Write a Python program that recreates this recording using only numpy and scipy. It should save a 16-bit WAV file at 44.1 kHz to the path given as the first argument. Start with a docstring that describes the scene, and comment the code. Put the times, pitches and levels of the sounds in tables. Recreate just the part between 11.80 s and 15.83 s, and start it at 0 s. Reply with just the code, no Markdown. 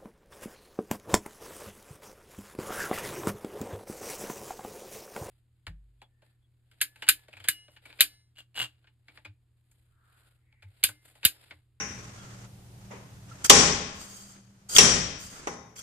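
"""A homemade slide hammer pulls a wheel hub in a garage, over a low hum and hiss. At the start the hub and rod
still ring from an earlier, lighter blow; cloth rubs, small clinks and a soft knock follow. The heavy weight
scrapes along its steel rod and slams into the stop, slides back, and slams again; then it slides and knocks.
Blows are noise bursts with decaying modes and room echoes; friction is filtered noise under movement envelopes.
The microphone overloads: gain control ducks the sound and peaks clip."""
import sys
import numpy as np
from scipy import signal
from scipy.fft import rfft, irfft
from scipy.io import wavfile

SR = 44100
rng = np.random.default_rng(int(sys.argv[2]) if len(sys.argv) > 2 else 0)


def unload_audio(sound):
    """Save the sound as a 16-bit wav file, at the path given as the first command line argument."""
    columns = np.transpose(np.atleast_2d(sound))
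    # keep every value between -1 and 1, then stretch to whole-number steps
    steps = np.round(np.clip(columns, -1, 1) * 32767)
    wavfile.write(sys.argv[1], SR, steps.astype(np.int16))


N = 177634
TIME, HZ = np.arange(N) / SR, np.fft.rfftfreq(N, 1 / SR)

# Hub and housing modes. Each row: frequency in Hz, relative level in dB, t60 in seconds.
HOUSING_MODES = [(75, -4, .9), (151, -4, .7), (172, -1, .9), (196, -19, 3.3), (240, 0, .8), (273, -4, .7),
                 (305, -5, .8), (398, -4, .6), (431, 1, .7), (549, -5, .7), (613, -5, .7), (743, -10, .5),
                 (809, 1, .75), (1065, -2, .8), (1092, -4, .6), (1240, -3, .65), (1400, -9, .7),
                 (1470, -9, .7), (1990, -7, .7), (3698, -14, 1.0)]
# Rod and weight modes. Each row: frequency in Hz, relative level in dB, t60 in seconds.
STEEL_MODES = [(1545, -19, .5), (1884, -14, .7), (2789, -16, .6), (3160, -13, .8), (3712, -18, .6),
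               (3833, -16, .6), (4269, -19, .6), (4630, -19, .65), (4920, -16, .6), (5238, -14, .85),
               (5454, -13, .5), (5603, -8, .5), (5647, 0, .65), (5662, -5, .5), (5690, -8, .45),
               (5831, -10, .45), (5949, -10, .5), (6122, -12, .45), (6190, -10, .6), (6395, -11, .4),
               (7655, -13, .7), (8016, -19, .6), (9846, -15, .2), (10180, -24, .4), (10228, -21, .5)]
# Likeness of the two ears. Each row: frequency in Hz, correlation from -1 to 1.
EAR_LIKENESS = [(100, .96), (250, 0.75), (500, 0.6), (1000, -0.03), (4000, 0), (14000, 0)]
# Stereo balance of direct sound. Each row: frequency in Hz, left minus right in dB.
NEAR_BALANCE = [(60, -7), (130, 8.5), (290, -1.5), (630, 3.5), (1370, -3.5), (2980, 8), (6520, -0.5),
                (14200, -5)]
# Stereo balance of rings and echoes. Each row: frequency in Hz, left minus right in dB.
ROOM_BALANCE = [(100, 0.5), (300, 0.5), (630, 4), (1400, 3.5), (3000, 4.5), (5700, 9.5), (7000, 6.5),
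                (8500, -2), (10200, -20), (14000, 3)]


def amp(db):
    """Decibels to gain."""
    return 10 ** (np.asarray(db) / 20)


def evened(x):
    """Scales to rms 1."""
    return x / np.sqrt(np.mean(x ** 2) + 1e-20)


def read(points, hz=HZ):
    """A table joined by straight lines on a log-frequency axis."""
    f, value = np.transpose(points)
    return np.interp(np.log(hz + 1), np.log(f + 1), value)


def sides(balance, hz=HZ):
    """Left and right gains from a balance table."""
    lean_db = read(balance, hz) / 2
    return amp(np.array([lean_db, -lean_db]))


def noise(gain):
    """Stereo noise of rms 1 with the given spectrum, nearly mono in the bass."""
    shared, apart = rng.standard_normal((2, len(HZ))) + 1j * rng.standard_normal((2, len(HZ)))
    likeness = np.clip(read(EAR_LIKENESS), -1, 1)
    mid = shared * np.sqrt(1 + likeness)
    side = apart * np.sqrt(1 - likeness)
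    return evened(irfft(np.array([mid + side, mid - side]) * gain, N))


def wander(rate_hz, size=4096):
    """Slow random drift of rms 1."""
    hz = np.fft.rfftfreq(size, N / SR / size)
    spectrum = rfft(rng.standard_normal(size)) * np.exp(-(hz / rate_hz) ** 2)
    return np.interp(TIME, np.linspace(0, N / SR, size), evened(irfft(spectrum)))


def strike(start_s, rise_s, decay_s):
    """Envelope that swells from its start and dies away."""
    age = np.maximum(TIME - start_s, 0)
    swell = np.minimum(age / rise_s, 1) ** 2
    return swell * np.exp(-np.maximum(age - rise_s, 0) / decay_s)


def stroke(start_s, length_s, db, swell_db, release_s):
    """Envelope of a movement: gets going, swells or fades steadily in dB, dies away."""
    start_share = 0.19  # of the length
    done = np.clip((TIME - start_s) / length_s, 0, 1)
    after = np.maximum(TIME - start_s - length_s, 0)
    return np.minimum(done / start_share, 1) * amp(db + swell_db * done) * np.exp(-after / release_s)


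def pulse(center_s, spectrum, length_s):
    """A single shock with the given spectrum, as strong as a full-level burst of that length."""
    shock = irfft(evened(amp(read(spectrum))) * np.exp(-2j * np.pi * HZ * center_s), N)
    return np.sqrt(length_s * SR) * shock * (abs(TIME - center_s) < .01)


def ring(modes, start_s, split_hz=6, twin_gain=0.55, build_cycles=1.8):
    """Modes that build up over a few cycles and die away; uneven parts split each into a beating pair."""
    out = np.zeros((2, N))
    for hz, db, t60_s in modes:
        age = TIME[TIME < t60_s]
        phase, apart, beat, spread = rng.uniform(-0.96, 1, 4)
        # the less alike the ears, the larger the right channel's phase shift may be
        right_lag = apart * (1 - read(EAR_LIKENESS, hz)) / 2
        ear_lag = np.exp(1j * np.pi * np.array([[0], [right_lag]]))
        pair = 1 + twin_gain * np.exp(1j * np.pi * (2 * split_hz * (1 + spread / 2) * age + beat))
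        build = 1 - np.exp(-age * hz / build_cycles)
        envelope = build * np.exp(-np.log(1000) * age / t60_s)
        tone = envelope * pair * np.exp(1j * np.pi * (2 * hz * age + phase))
        out[:, :len(age)] += amp(db) * sides(ROOM_BALANCE, hz)[:, None] * (ear_lag * tone).real
    out /= np.sqrt(np.sum(amp(np.transpose(modes)[1]) ** 2))
    # shift to the start, which may lie before time 0
    first = N - round(start_s * SR)
    return np.pad(out, ((0, 0), (N, N)))[:, first:first + N]


def garage(x, build_s=0.043):
    """Dense echoes that build up between the walls, each band dying at its own speed."""
    # Garage decay. Each row: frequency in Hz, t60 in seconds.
    room_t60 = [(60, 1), (250, 0.65), (1000, 0.74), (3000, 0.77), (6000, 0.62), (9000, 0.49), (13000, 0.28)]
    size = 2 * SR
    hz, t, bands = signal.stft(noise(1)[:, :size], SR, nperseg=512)
    bands = bands * amp(-60 * t / read(room_t60, hz)[:, None])
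    tail = signal.istft(bands, SR, nperseg=512)[1][:, :size]
    tail = tail * (1 - np.exp(-TIME[:size] / build_s))
    tail = tail / np.sqrt(np.sum(tail ** 2) / 2)
    balanced = irfft(rfft(x) * sides(ROOM_BALANCE), N)
    return signal.fftconvolve(balanced, tail, axes=1)[:, :N]


def blows(thud_delay_s=0.0044, thud_decay_s=0.029, housing_db=-5, echo_db=0.5, spill_db=-11):
    """The weight chatters against the stop; the jolt runs down the rod, thuds in the housing, shakes the car."""
    # Blows on the stop. Each row: start in seconds, level in dB, rise in seconds, chatter decay in seconds,
    # thud in dB, steel ring in dB, car body boom in dB (the last three re the blow).
    blow_rows = [(-.3, -6, 0.0022, .02, -4.5, -15.5, -10), (1.696, 8.5, .0034, 0.026, -6, -12, -16.5),
                 (2.9829, 5.5, .00062, 0.025, -13, -5, -12.5)]
    # Spectra of crack, thud, car body boom and garage echo. 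Each row: frequency in Hz, relative dB per Hz.
    crack_spectrum = [(30, -27.5), (150, -20), (700, -8), (1080, -11.5), (1450, -11), (2000, -1),
                      (3200, 4.5), (4200, -3.5), (5700, 3.5), (7200, 3), (9000, -8), (11000, -14.5),
                      (14500, -31.5), (16000, -45)]
    thud_spectrum = [(30, -39.5), (150, -21), (270, -24), (420, 9.5), (660, -10.5), (820, -5.5),
                     (1150, 5.5), (1500, -27), (4000, -33)]
    boom_spectrum = [(25, -37.5), (42, -19), (65, 4), (110, -6), (165, 4.5), (290, -2), (400, -40),
                     (900, -38.5), (3000, -72.5)]
    echo_spectrum = [(30, -26), (160, -6.5), (290, 2), (430, 4.5), (700, 1), (900, -3), (1100, 0.5),
                     (1350, 1), (1950, 2.5), (3100, 0.5), (4300, -1), (5800, 8), (8000, 3), (9500, -10),
                     (12000, -41.5)]
    near, sent = np.zeros((2, 2, N))
    for start_s, db, rise_s, decay_s, thud_db, steel_db, boom_db in blow_rows:
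        hit_s = start_s + rise_s
        crack = noise(amp(read(crack_spectrum)) * sides(NEAR_BALANCE)) * strike(start_s, rise_s, decay_s)
        thud_envelope = strike(start_s, rise_s + thud_delay_s, thud_decay_s)
        thud = amp(thud_db) * noise(amp(read(thud_spectrum))) * thud_envelope
        housing = amp(thud_db + housing_db) * ring(HOUSING_MODES, hit_s)
        steel = amp(steel_db) * ring(STEEL_MODES, hit_s)
        near += amp(db) * (crack + thud + housing + steel)
        # the garage answers the shock, the boom and some of the thud
        shock = amp(echo_db) * pulse(hit_s, echo_spectrum, length_s=0.0052)
        boom = amp(boom_db) * pulse(hit_s, boom_spectrum, length_s=0.0086)
        sent += amp(db) * (shock + boom + amp(spill_db) * thud)
    return near + garage(sent)


def glove(crinkle_db=1.5, release_s=0.023):
    """Glove and sleeve rub softly as the hand shifts: filtered noise with an uneven level."""
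    # Hand moves. Each row: start in seconds, length in seconds, level in dB, swell over the move in dB.
    hand_moves = [(-.05, 0.7, -48, -5), (.93, 0.57, -60.5, -2.5), (1.46, 0.27, -55.5, 7),
                  (2.017, 0.57, -33, -19.5), (2.447, 0.48, -59, 1.5), (3.487, 0.25, -38.5, 2)]
    # Cloth spectrum. Each row: frequency in Hz, relative dB per Hz.
    cloth_spectrum = [(60, 6.5), (300, 7.5), (800, 2.5), (1350, 5.5), (1900, 2), (4000, -5), (6500, 1.5),
                      (9000, -8), (14000, -60)]
    moving = sum(stroke(*row, release_s) for row in hand_moves)
    return noise(amp(read(cloth_spectrum))) * moving * amp(crinkle_db * wander(60))


def background(level_db=-52, waver_db=3.0):
    """Steady rumble and hiss of the room with a hum whose lines waver in level and phase."""
    # Air spectrum. Each row: frequency in Hz, relative dB per Hz.
    air_spectrum = [(15, -38), (30, -13.5), (60, -7.5), (110, -2), (185, -7.5), (230, -22.5), (450, -21.5),
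                    (750, -22), (1200, -28.5), (2200, -31), (6000, -32), (10000, -34), (14500, -39.5)]
    # Hum lines. Each row: frequency in Hz, amplitude in dB re the rms of the air.
    hum_lines = [(97.5, -9.5), (117.9, 1), (143.4, -18.5), (194.5, -6), (281, -14.5), (362, -20)]
    hum = 0
    for hz, db in hum_lines:
        level = amp(db + waver_db * wander(3.1))
        hum = hum + level * np.sin(2 * np.pi * hz * TIME + wander(1.6) / 2)
    return amp(level_db) * (noise(amp(read(air_spectrum))) + hum)


def taps(spread_s=0.0044, clink_rise_s=.0005, clink_ring_db=-16, knock_ring_db=-6.5):
    """Bright clinks of steel ring the rod; dull knocks of the weight ring the hub; the room answers both."""
    # Steel-on-steel contacts. Each row: start in seconds, level in dB, decay in seconds, tail in dB re the tap.
    clink_rows = [(0.0, -32, 0.031, 0), (0.374, -52, .006, -4), (1.642, -43, .004, -10),
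                  (1.6464, -27, 0.011, -18), (2.9645, -3, .0014, -24), (2.969, -10.5, 0.012, -18),
                  (3.672, -29, 0.0079, 1.5), (3.963, -32.5, 0.0044, -10.5), (3.983, -38.5, 0.0029, -6),
                  (3.991, -30.5, 0.0014, 2)]
    # Knocks at the hub end. Each row: start in seconds, level in dB, rise in seconds, decay in seconds,
    # tail in dB re the tap.
    knock_rows = [(1.097, -42.5, .017, 0.049, -6.5), (3.671, -12.5, 0.001336, 0.011, -9.5)]
    # Spectra of clinks and knocks. Each row: frequency in Hz, relative dB per Hz.
    clink_spectrum = [(40, -22), (400, -4.5), (900, -13.5), (1500, 4), (2600, 2.5), (4200, -27.5),
                      (5800, 10.5), (8000, -17.5), (10000, -39.5), (14000, -34.5)]
    knock_spectrum = [(40, -35.5), (130, -17), (200, 1.5), (300, -3.5), (420, 4), (620, -1), (830, -0.5),
                      (1000, 1), (1450, -10), (2200, -6), (3200, -15.5), (4200, -24), (6500, -14.5),
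                      (12000, -44)]
    clinks = [(clink_spectrum, STEEL_MODES, clink_ring_db, start_s, db, clink_rise_s, decay_s, tail_db)
              for start_s, db, decay_s, tail_db in clink_rows]
    knocks = [(knock_spectrum, HOUSING_MODES, knock_ring_db, *row) for row in knock_rows]
    near, sent = np.zeros((2, 2, N))
    for spectrum, modes, ring_db, start_s, db, rise_s, decay_s, tail_db in clinks + knocks:
        hit_s = start_s + rise_s
        tap = noise(amp(read(spectrum))) * strike(start_s, rise_s, decay_s)
        near += amp(db) * (tap + amp(tail_db + ring_db) * ring(modes, hit_s))
        shock = pulse(hit_s + spread_s / 2, spectrum, length_s=decay_s / 2 + rise_s)
        sent += amp(db + tail_db) * shock
    return near + garage(sent, build_s=spread_s)


def rubs(decay_share=.8):
    """The rod's end catches in the hub: short gritty chirps of noise in two resonances of the rod."""
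    # Rubs. Each row: start in seconds, level in dB, swell time in seconds, upper resonance gain in dB.
    rub_rows = [(.3, -55.5, 0.11, -3), (1.505, -48, 0.013, -29), (1.636, -40.5, 0.012, -8),
                (2.9628, 3.5, .002, 25), (3.539, -36.5, 0.028, -19), (3.964, -38, 0.021, 15.5)]
    # Lower and upper resonance. Each row: frequency in Hz, width in Hz, relative level in dB.
    rub_modes = [(1360, 130, -9.5), (3300, 140, -11.5)]
    lower, upper = (amp(db) / (1 + (2 * (HZ - hz) / width_hz) ** 2) for hz, width_hz, db in rub_modes)
    out = np.zeros((2, N))
    for start_s, db, swell_s, upper_db in rub_rows:
        grit = noise(lower + amp(upper_db) * upper)
        out += amp(db) * grit * strike(start_s, swell_s, decay_share * swell_s)
    return out


def slide(uneven_db=1.0, lurch_db=2.9, room_db=-13):
    """Uneven friction under the lurching weight sings in the resonances of the rod."""
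    # Slides along the rod. Each row: start in seconds, length in seconds, level in dB,
    # swell over the stroke in dB, release in seconds.
    slide_rows = [(1.641, 0.025, -30, 0, 0.0044), (2.137, 0.37, -32, -11, 0.03), (2.887, .06, -29, 9, .01),
                  (2.947, .026, -15, 2, .007), (3.374, 0.22, -31, -8, 0.023), (3.667, 0.013, -36, 1, .012),
                  (3.954, 0.042, -38.5, 6.5, 0.022)]
    # Rod resonances. Each row: frequency in Hz, width in Hz, relative level in dB.
    rod_modes = [(1360, 130, -11), (3180, 110, -11), (4720, 110, -3), (5650, 70, -11), (6540, 110, 0),
                 (7630, 80, 0), (8600, 90, -3), (9870, 60, -6), (10950, 140, -11), (13500, 200, -13),
                 (14000, 200, -14)]
    # Friction spectrum. Each row: frequency in Hz, relative dB per Hz.
    grit_spectrum = [(100, -14.5), (1000, -22), (3500, -23.5), (7500, -10.5), (10000, -53.5), (14500, -54)]
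    power = amp(read(grit_spectrum)) ** 2
    for hz, width_hz, db in rod_modes:
        power = power + amp(db) ** 2 / (1 + (2 * (HZ - hz) / width_hz) ** 2)
    moving = sum(stroke(*row) for row in slide_rows)
    grip = moving * amp(uneven_db * wander(73) + lurch_db * wander(16))
    scrape = noise(np.sqrt(power) * sides(NEAR_BALANCE)) * grip
    return scrape + amp(room_db) * garage(scrape)


def duck(x, threshold_db, squeeze, deepest_db, attack_s, recover_db_per_s):
    """Gain control: cuts a share of the excess level, a little late, and recovers at a steady rate."""
    pole, lag = np.exp(-1 / (np.array([.0022, attack_s]) * SR))  # level is smoothed over 2.2 ms
    power = signal.lfilter([1 - pole], [1, -pole], (x ** 2).mean(0))
    power_db = 10 * np.log10(power + 1e-12)
    cut_db = np.clip(squeeze * (power_db - threshold_db), 0, deepest_db)
    fall_db = TIME * recover_db_per_s
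    held_db = np.maximum.accumulate(cut_db + fall_db) - fall_db
    return x * amp(-signal.lfilter([1 - lag], [1, -lag], held_db))


def scene():
    """Everything heard beside the wheel arch."""
    return blows() + glove() + background() + taps() + rubs() + slide()


def record(dry, ceiling=0.92, edge_hz=14850):
    """Slow gain control holds the room down after a slam, a quick one flattens the tail; clip; band limit."""
    held = duck(dry, threshold_db=-7.5, squeeze=1.0, deepest_db=14, attack_s=0.0055, recover_db_per_s=3.5)
    ducked = duck(held, threshold_db=-6, squeeze=0.29, deepest_db=9, attack_s=0.014, recover_db_per_s=40.5)
    clipped = np.clip(ducked, -ceiling, ceiling)
    lowpass = signal.firwin(511, edge_hz, window=("kaiser", 8), fs=SR)
    return signal.oaconvolve(clipped, lowpass[None], "same")


dry = scene()
out = record(dry)
unload_audio(out)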